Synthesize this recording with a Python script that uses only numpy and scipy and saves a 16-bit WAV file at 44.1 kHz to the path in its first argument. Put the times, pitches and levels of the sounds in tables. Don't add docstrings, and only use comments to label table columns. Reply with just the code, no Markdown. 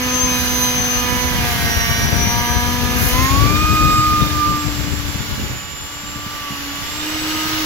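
import sys
import numpy as np
from scipy import signal
from scipy.fft import rfft, irfft, next_fast_len
from scipy.io import wavfile
from scipy.ndimage import uniform_filter1d

SR = 44100
rng = np.random.default_rng(int(sys.argv[2]) if len(sys.argv) > 2 else 0)


def to_wav(sig):
    pcm = np.clip(np.atleast_2d(sig), -1, 1) * 32767
    pcm = np.round(pcm).astype(np.int16)
    wavfile.write(sys.argv[1], SR, pcm.T)


N = 337365

# [t/s, speed/(turns per s)]
SPINDLE_SPEED = [(0, 249.4), (.24, 251.8), (.42, 247), (.62, 248.3), (.96, 246), (1.28, 248), (1.62, 234),
                 (1.88, 230.1), (2.74, 243.7), (3.1, 245.6), (3.58, 305), (3.72, 310), (4.06, 307.4),
                 (4.3, 301.2), (4.5, 299.2), (5.14, 288), (5.58, 283.9), (5.94, 290.2), (6.36, 295),
                 (6.56, 282.4), (6.76, 285.3), (7.13, 310), (7.65, 312.8)]
INERTIA_S = 0.069
FREE_TURNS_PER_S, FULL_LOAD_SAG_PER_S = 312, 80
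KNIFE_COUNT, FAN_BLADES, MAINS_HZ = 4, 25, 60
CUTOFF_HZ = 15900
PORT_LAG_S = 0.00013

# [t/s, level/dB]
MACHINE_LEVEL = [(0.0, -34), (0.47, -33.5), (0.85, -33.5), (1.77, -33), (2.73, -34.5), (2.81, -34.5),
                 (3.26, -31.5), (3.9, -34), (4.13, -35), (4.22, -34), (4.35, -35.5), (5.5, -39),
                 (5.67, -42.5), (6.86, -37.5), (7.14, -33.5), (7.65, -31)]
# [f/Hz, left over right/dB]
NOISE_LEAN = [(350, 8), (700, -3.5), (1400, -3.5), (2200, -1.5), (4200, 1.5), (6500, 0), (12000, 0),
              (15000, -5)]

# [t/s, left level/dB, right level/dB]
DRAUGHT_LEVELS = [(0, -30, -32), (.3, -34, -21.5), (.65, -28, -25.5), (1.1, -26, -22), (1.7, -20, -25),
                  (2.3, -15.5, -22.5), (2.75, -15.5, -44), (3.5, -10.5, -51), (4.05, -15.5, -37),
                  (5, -20, -37), (5.47, -26, -22.5), (5.6, -36, -33.5), (5.9, -45, -36), (6.17, -31, -32.5),
                  (6.42, -41, -37), (6.52, -43, -35), (6.9, -35.5, -34), (7.65, -37, -31)]
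# [f/Hz, relative density/dB]
BUFFET_COLOUR = [(15, -28), (28, -27), (40, -7), (62, 0), (100, -3), (160, -8.5), (220, -12.5),
                 (400, -21.5), (800, -31.5), (2500, -79)]
# [t/s, peak level/dB, left over right/dB]
HARD_EDDIES = [(0.272, -18, -11), (.316, -19, -2), (1.126, -14.5, -19), (1.387, -11, 15), (1.591, -16, 8),
               (2.272, -8.5, 19), (4.744, -33, 11), (5.159, -17, 8), (5.399, -17, 6), (6.038, -27, -2),
               (6.16, -21, -1.5), (6.267, -18.5, -4), (6.509, -20, 11), (6.524, -22, -3), (6.589, -32, 0),
               (6.79, -29, 0)]

# [f/Hz, relative density/dB]
CHURN_COLOUR = [(100, 1.5), (350, -1.5), (700, -2), (1000, 0.5), (1400, 2.5), (2000, 0), (2900, -4),
                (5000, -26), (8000, -58)]
# [f/Hz, relative density/dB]
RUSH_COLOUR = [(300, -37), (700, -15), (1500, -2), (2400, -2), (3200, -0.5), (4200, 0.5), (5500, -0.5),
               (6300, -2.5), (7000, -6), (7700, -17), (8400, -19), (11000, -42)]
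# [f/Hz, width/Hz, lift/dB]
HOUSING_RESONANCES = [(470, 90, -21), (1690, 120, 4.5), (2150, 160, 5), (3410, 93, 3.5), (6080, 37, 3.5)]
# [f/Hz, relative density/dB]
SPRAY_COLOUR = [(3000, -22.5), (6500, -3), (8400, -14), (9300, -8.5), (10200, -4), (11200, -1.5),
                (12000, 1.5), (13200, -3), (14500, -3), (15700, -5.5), (16200, -30)]
# [t/s, half length/s, level/dB]
CHIP_SHOWERS = [(.43, 0.066, -31), (.63, .06, -29), (1.62, .2, -33), (3.06, 0.093, -22.5),
                (3.24, 0.03, -29)]
# [f/Hz, relative density/dB]
RASP_COLOUR = [(2000, -35), (2650, -14), (2830, -1), (2920, 0), (3060, -6), (3300, -15), (4200, -35)]
# [t/s, level/dB]
RASP_LEVEL = [(0, -39), (1.1, -39), (1.6, -43), (3.8, -45), (5.7, -42.5), (6.9, -38), (7.3, -33),
              (7.65, -33)]
RUSH_DB = 7
CHURN_DB, CHURN_FOLLOWS = -2.5, 0.79
SPRAY_DB, SPRAY_LOAD_DB = -1, 5.5
SHOWER_CRUNCH_DB = -6

# [t/s, level/dB]
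HUM_LEVEL = [(0, -25), (1.25, -29), (1.8, -35.5), (2.75, -27), (4.65, -29), (5.05, -33), (5.7, -51.5),
             (6.15, -40), (6.4, -45), (6.68, -31), (6.87, -44), (7.08, -27.5), (7.65, -26)]
# [t/s, level/dB, left over right/dB]
FAN_WHINE = [(0, -28, 5), (.17, -21, 16), (.45, -28, -7), (.58, -22, -3), (.97, -23.5, 9), (1.1, -31, -2),
             (1.22, -29, -20), (1.5, -35, -5), (1.72, -26.5, -4), (2.2, -26, 6.5), (2.7, -30, -1),
             (2.87, -35.5, 0), (3.15, -29, 4), (3.35, -33, -12), (3.8, -45.5, -2), (4.7, -38, -18),
             (5.5, -37.5, -7), (5.85, -35.5, -2), (6.4, -39.5, -9), (7.3, -37.5, 3), (7.65, -55, 0)]
# [f/Hz, width/Hz, lift/dB]
VENT_RESONANCES = [(12370, 300, 10), (15620, 140, 11)]
DRONE_DB, DRONE_LOAD_DB = -17, 6.5
FAN_OCTAVE_DB = -16
FAN_FADING_DB, FAN_FADES_PER_S = 1.8, 7.0

# [multiple of spindle speed, relative level/dB]
BITE_PARTIALS = [(6, -21), (9.1, 3.5), (9.77, 6), (10.9, -1), (12.8, 3), (14, -4), (15, -3.5), (17, 1),
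                 (19, -25), (21, -5), (3.5, -3.5), (4.5, -2.5), (5.5, -19), (6.5, 2), (7.5, -11), (8.5, -1),
                 (9.5, -7), (11.5, -10)]
# [multiple of spindle speed, level running free over machine level/dB,
# added by full load/dB, roughness, wander, left lead/rad, left over right/dB]
RINGING_PARTIALS = [(3, -10, 2, 0.16, 0.17, 0.51, -4), (5, -13, 11.5, 0.25, 0.66, 1.25, -4.5),
                    (7, -14, 12.5, 0.085, 0.29, 1.64, -7.5), (8, -17, 9.5, 0.22, 0.4, 1.26, -18)]
# [f/Hz, width/Hz, lift/dB]
SLAB_RESONANCES = [(500.3, 33, 14), (714, 39, 11.5), (1210, 69, 3), (1696, 85, 7.5), (1854, 31, 12),
                   (3000, 57, 6.5), (3625, 28, 13.5)]
BITE_DB, BITE_LOAD_DB = -18, 12.5

# [t/s, level/dB, left over right/dB, octave level/dB]
KNIFE_TONE = [(0, -34, -14, -36), (.25, -27.5, -8, -53), (.44, -34.5, -21, -45), (.66, -26, -18, -47),
              (.88, -40, -19, -48), (1.12, -24.5, -18, -43), (1.55, -36.5, -2, -42), (2.1, -39.5, -3, -59),
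              (2.35, -26, 4, -51), (2.6, -26, -4, -49), (3.1, -38, 4, -42), (3.16, -22, -3, -30),
              (3.4, -20, -4, -39), (3.53, -21, -5, -27), (3.85, -15, -3, -26), (4.2, -16, -3, -34),
              (4.3, -29.5, -5, -35.5), (4.42, -15.5, -10, -33), (4.55, -20, -2, -40),
              (4.78, -44.5, -3, -50), (5.8, -44.5, 7, -50), (6.48, -31, -1, -68), (6.62, -41, 3, -60),
              (6.85, -35, 4, -50), (7.15, -42, 2, -40), (7.4, -30, -5, -58), (7.65, -35, -14, -47)]
# [multiple of spindle speed, relative level/dB]
SING_PARTIALS = [(16, 4), (20, 1), (24, -1), (28, -13), (32, -10), (36, -9), (40, -4), (44, -1), (47, -9),
                 (48, 1), (52, -1), (56, -4), (60, -4)]
# [t/s, half length/s, level/dB]
EDGE_SQUEALS = [(.42, 0.14, -37.5), (.65, .1, -34.5), (3.14, .06, -46), (3.9, 0.49, -41)]
TWELFTH_DB, SING_DB = -4.5, -22
TWELFTH_SHARE_DB, SING_SHARE_DB = -27, -31


def from_db(db):
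    return 10 ** (np.asarray(db) / 20)


def rms_one(x):
    return x / np.sqrt(np.mean(x ** 2) + 1e-20)


def in_time(rows):
    s, *columns = np.transpose(rows)
    return np.squeeze([np.interp(np.arange(N) / SR, s, c) for c in columns])


def drift(rate):
    step = 40
    pole = np.exp(-2 * np.pi * rate * step / SR)
    white = rng.standard_normal(N // step + 2002)
    slow = signal.lfilter([1], [1, -2 * pole, pole * pole], white)[2000:]
    return np.interp(np.arange(N) / step, np.arange(len(slow)), rms_one(slow))


def two_drifts(rate):
    return np.array([drift(rate), drift(rate)])


def panned(lean_db):
    gains = from_db(np.array([[.5], [-.5]]) * lean_db)
    return gains / np.sqrt(np.mean(gains ** 2, axis=0))


def swells(rows):
    t = np.arange(N) / SR
    return sum(from_db(db) * np.exp(-((t - s) / half_s) ** 2) for s, half_s, db in rows)


def lift_db(resonances, hz):
    return sum(lift / (1 + (2 * (hz - centre) / width) ** 2) for centre, width, lift in resonances)


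def noise(spectrum, alike, lean=NOISE_LEAN, resonances=(), lag_s=0):
    size = next_fast_len(N)
    hz = np.arange(size // 2 + 1) * SR / size

    def along(points):
        point_hz, db = np.transpose(points)
        return np.interp(np.log(hz + 1), np.log(point_hz), db)

    colour_db = along(spectrum) + lift_db(resonances, hz)
    white = rfft(rng.standard_normal((3, size)))
    shared = white[2] * np.exp(-2j * np.pi * np.outer([0, lag_s], hz))
    both = np.sqrt(alike) * shared + np.sqrt(1 - alike) * white[:2]
    coloured = both * from_db(colour_db) * panned(along(lean))
    return rms_one(irfft(coloured, size)[:, :N])


def partial(angle, order, rough, wander, lead=0):
    heard = order * np.gradient(angle) * SR / (2 * np.pi) < CUTOFF_HZ
    flutter = rough * drift(31)
    phase = (order * angle + rough * drift(19)) % (2 * np.pi)
    sides = []
    for ahead in (lead, 0):
        strength = 1 + flutter + wander * drift(2.5)
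        side_phase = phase + ahead + wander * drift(6.3)
        sides.append(strength * np.sin(side_phase.astype("float32")))
    return rms_one(np.array(sides)) * heard


def stack(angle, orders, rough, wander, scatter):
    lead_per_order = PORT_LAG_S * SR * angle[-1] / N
    total = 0
    for multiple, db in orders:
        lead = multiple * lead_per_order + scatter * rng.normal()
        half_order = np.round(2 * multiple) / 2
        total = total + from_db(db) * partial(angle, half_order, rough, wander, lead)
    return total


def draught(gust_db=2.0):
    gusts = gust_db * np.array([drift(4.9), drift(10)])
    level_db = in_time(DRAUGHT_LEVELS) + gusts
    lumps = from_db(3.6 * two_drifts(16))
    eddies = noise(BUFFET_COLOUR, alike=0.033, lean=[(60, 0), (800, 0)]) * lumps
    eddies = signal.sosfilt(signal.butter(2, 34, "high", fs=SR, output="sos"), eddies)
    strength = np.sqrt(uniform_filter1d(eddies ** 2, size=SR // 6, axis=1) + 1e-9)
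    pressure = from_db(level_db) * eddies / strength
    return .75 * np.tanh(pressure / .75)


def thumps(width_s=.0013):
    out = np.zeros((2, N))
    for s, peak_db, lean_db in HARD_EDDIES:
        u = np.clip((np.arange(N) / SR - s) / width_s, -10, 10)
        push = (1 - u ** 2) * np.exp(-u ** 2 / 2)
        out += from_db(peak_db) * push * panned(lean_db)
    return out


def air(angle, load, level_db):
    mains = np.cos(2 * np.pi * 2 * MAINS_HZ * np.arange(N) / SR)
    feed_db = .4 * drift(6)
    showers = swells(CHIP_SHOWERS)

    steady_churn = from_db(CHURN_DB + CHURN_FOLLOWS * level_db)
    churn_gain = np.hypot(steady_churn, from_db(SHOWER_CRUNCH_DB) * showers)
    churn = churn_gain * noise(CHURN_COLOUR, alike=0.48, lag_s=PORT_LAG_S)

    rush = noise(RUSH_COLOUR, alike=0.013, resonances=HOUSING_RESONANCES) * (1 + 0.065 * mains)
    rush = from_db(level_db + RUSH_DB + feed_db) * rush

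    crackle = rms_one(from_db(2.8 * drift(40)))
    rasp = from_db(in_time(RASP_LEVEL) + .7) * noise(RASP_COLOUR, alike=.55) * crackle

    pulses = 1 + 0.044 * np.cos(angle) + 0.1 * np.cos(KNIFE_COUNT * angle)
    grains = rms_one(from_db(1.1 * drift(200)) * pulses)
    steady_spray = from_db(level_db + SPRAY_DB + SPRAY_LOAD_DB * load + feed_db)
    spray = np.hypot(steady_spray, showers) * noise(SPRAY_COLOUR, alike=0.011) * grains
    return churn + rush + rasp + spray


def motor(angle, speed, load, level_db):
    hum = from_db(in_time(HUM_LEVEL)) * partial(angle, order=1, rough=0.13, wander=0.017)
    drone_db = level_db + DRONE_DB + DRONE_LOAD_DB * load + lift_db(SLAB_RESONANCES, 2 * speed)
    drone = from_db(drone_db) * partial(angle, order=2, rough=0.028, wander=0.17)
    shake = (hum + drone) * panned(lean_db=-2.0)

    whine_db, lean_db = in_time(FAN_WHINE)
    fading = rms_one(from_db(FAN_FADING_DB * two_drifts(FAN_FADES_PER_S)))
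    fan = partial(angle, FAN_BLADES, rough=.19, wander=.22, lead=.6)
    whine = from_db(whine_db) * fan * fading * panned(lean_db)

    octave_db = level_db + FAN_OCTAVE_DB + lift_db(VENT_RESONANCES, 2 * FAN_BLADES * speed)
    octave = from_db(octave_db) * partial(angle, 2 * FAN_BLADES, rough=0.19, wander=.2, lead=0.98)
    return shake + whine + octave


def cut(angle, speed, load, level_db):
    buzz = stack(angle, BITE_PARTIALS, rough=.27, wander=.55, scatter=1.0)
    out = from_db(level_db + BITE_DB + BITE_LOAD_DB * load) * buzz * panned(lean_db=-6.0)
    for order, free_db, load_db, rough, wander, lead, lean_db in RINGING_PARTIALS:
        ring_db = level_db + free_db + load_db * load + lift_db(SLAB_RESONANCES, order * speed)
        out = out + from_db(ring_db) * partial(angle, order, rough, wander, lead) * panned(lean_db)
    return out


def knives(angle, speed, level_db):
    knife_db, lean_db, octave_db = in_time(KNIFE_TONE)

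    def overtone_gain(own_db, share_db):
        return np.hypot(from_db(level_db + own_db), from_db(knife_db + share_db))

    tone = partial(angle, KNIFE_COUNT, rough=.07, wander=.05, lead=.8)
    tone = from_db(knife_db) * tone * panned(lean_db)
    octave = partial(angle, 2 * KNIFE_COUNT, rough=0.27, wander=0.29, lead=1.38)
    octave = from_db(octave_db) * octave * panned(lean_db=-4)

    slab_gain = from_db(lift_db(SLAB_RESONANCES, 3 * KNIFE_COUNT * speed))
    twelfth = partial(angle, 3 * KNIFE_COUNT, rough=0.49, wander=0.46, lead=2.64)
    twelfth = overtone_gain(TWELFTH_DB, TWELFTH_SHARE_DB) * slab_gain * twelfth * panned(lean_db=-7.5)

    sing_gain = np.hypot(overtone_gain(SING_DB, SING_SHARE_DB), swells(EDGE_SQUEALS))
    sing = sing_gain * stack(angle, SING_PARTIALS, rough=.28, wander=.45, scatter=1.4)
    return tone + octave + twelfth + sing


def scene():
    speed = uniform_filter1d(in_time(SPINDLE_SPEED), size=int(INERTIA_S * SR))
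    speed = speed * (1 + 0.000487 * drift(10.5))
    angle = 2 * np.pi * np.cumsum(speed) / SR
    load = (FREE_TURNS_PER_S - speed) / FULL_LOAD_SAG_PER_S
    level_db = in_time(MACHINE_LEVEL)
    background = draught() + thumps() + air(angle, load, level_db)
    tones = motor(angle, speed, load, level_db) + cut(angle, speed, load, level_db)
    return background + tones + knives(angle, speed, level_db)


def record(dry):
    steep_lowpass = signal.ellip(12, .1, 80, CUTOFF_HZ, fs=SR, output="sos")
    return signal.sosfilt(steep_lowpass, np.clip(dry, -1, 1))


dry = scene()
out = record(dry)
to_wav(out)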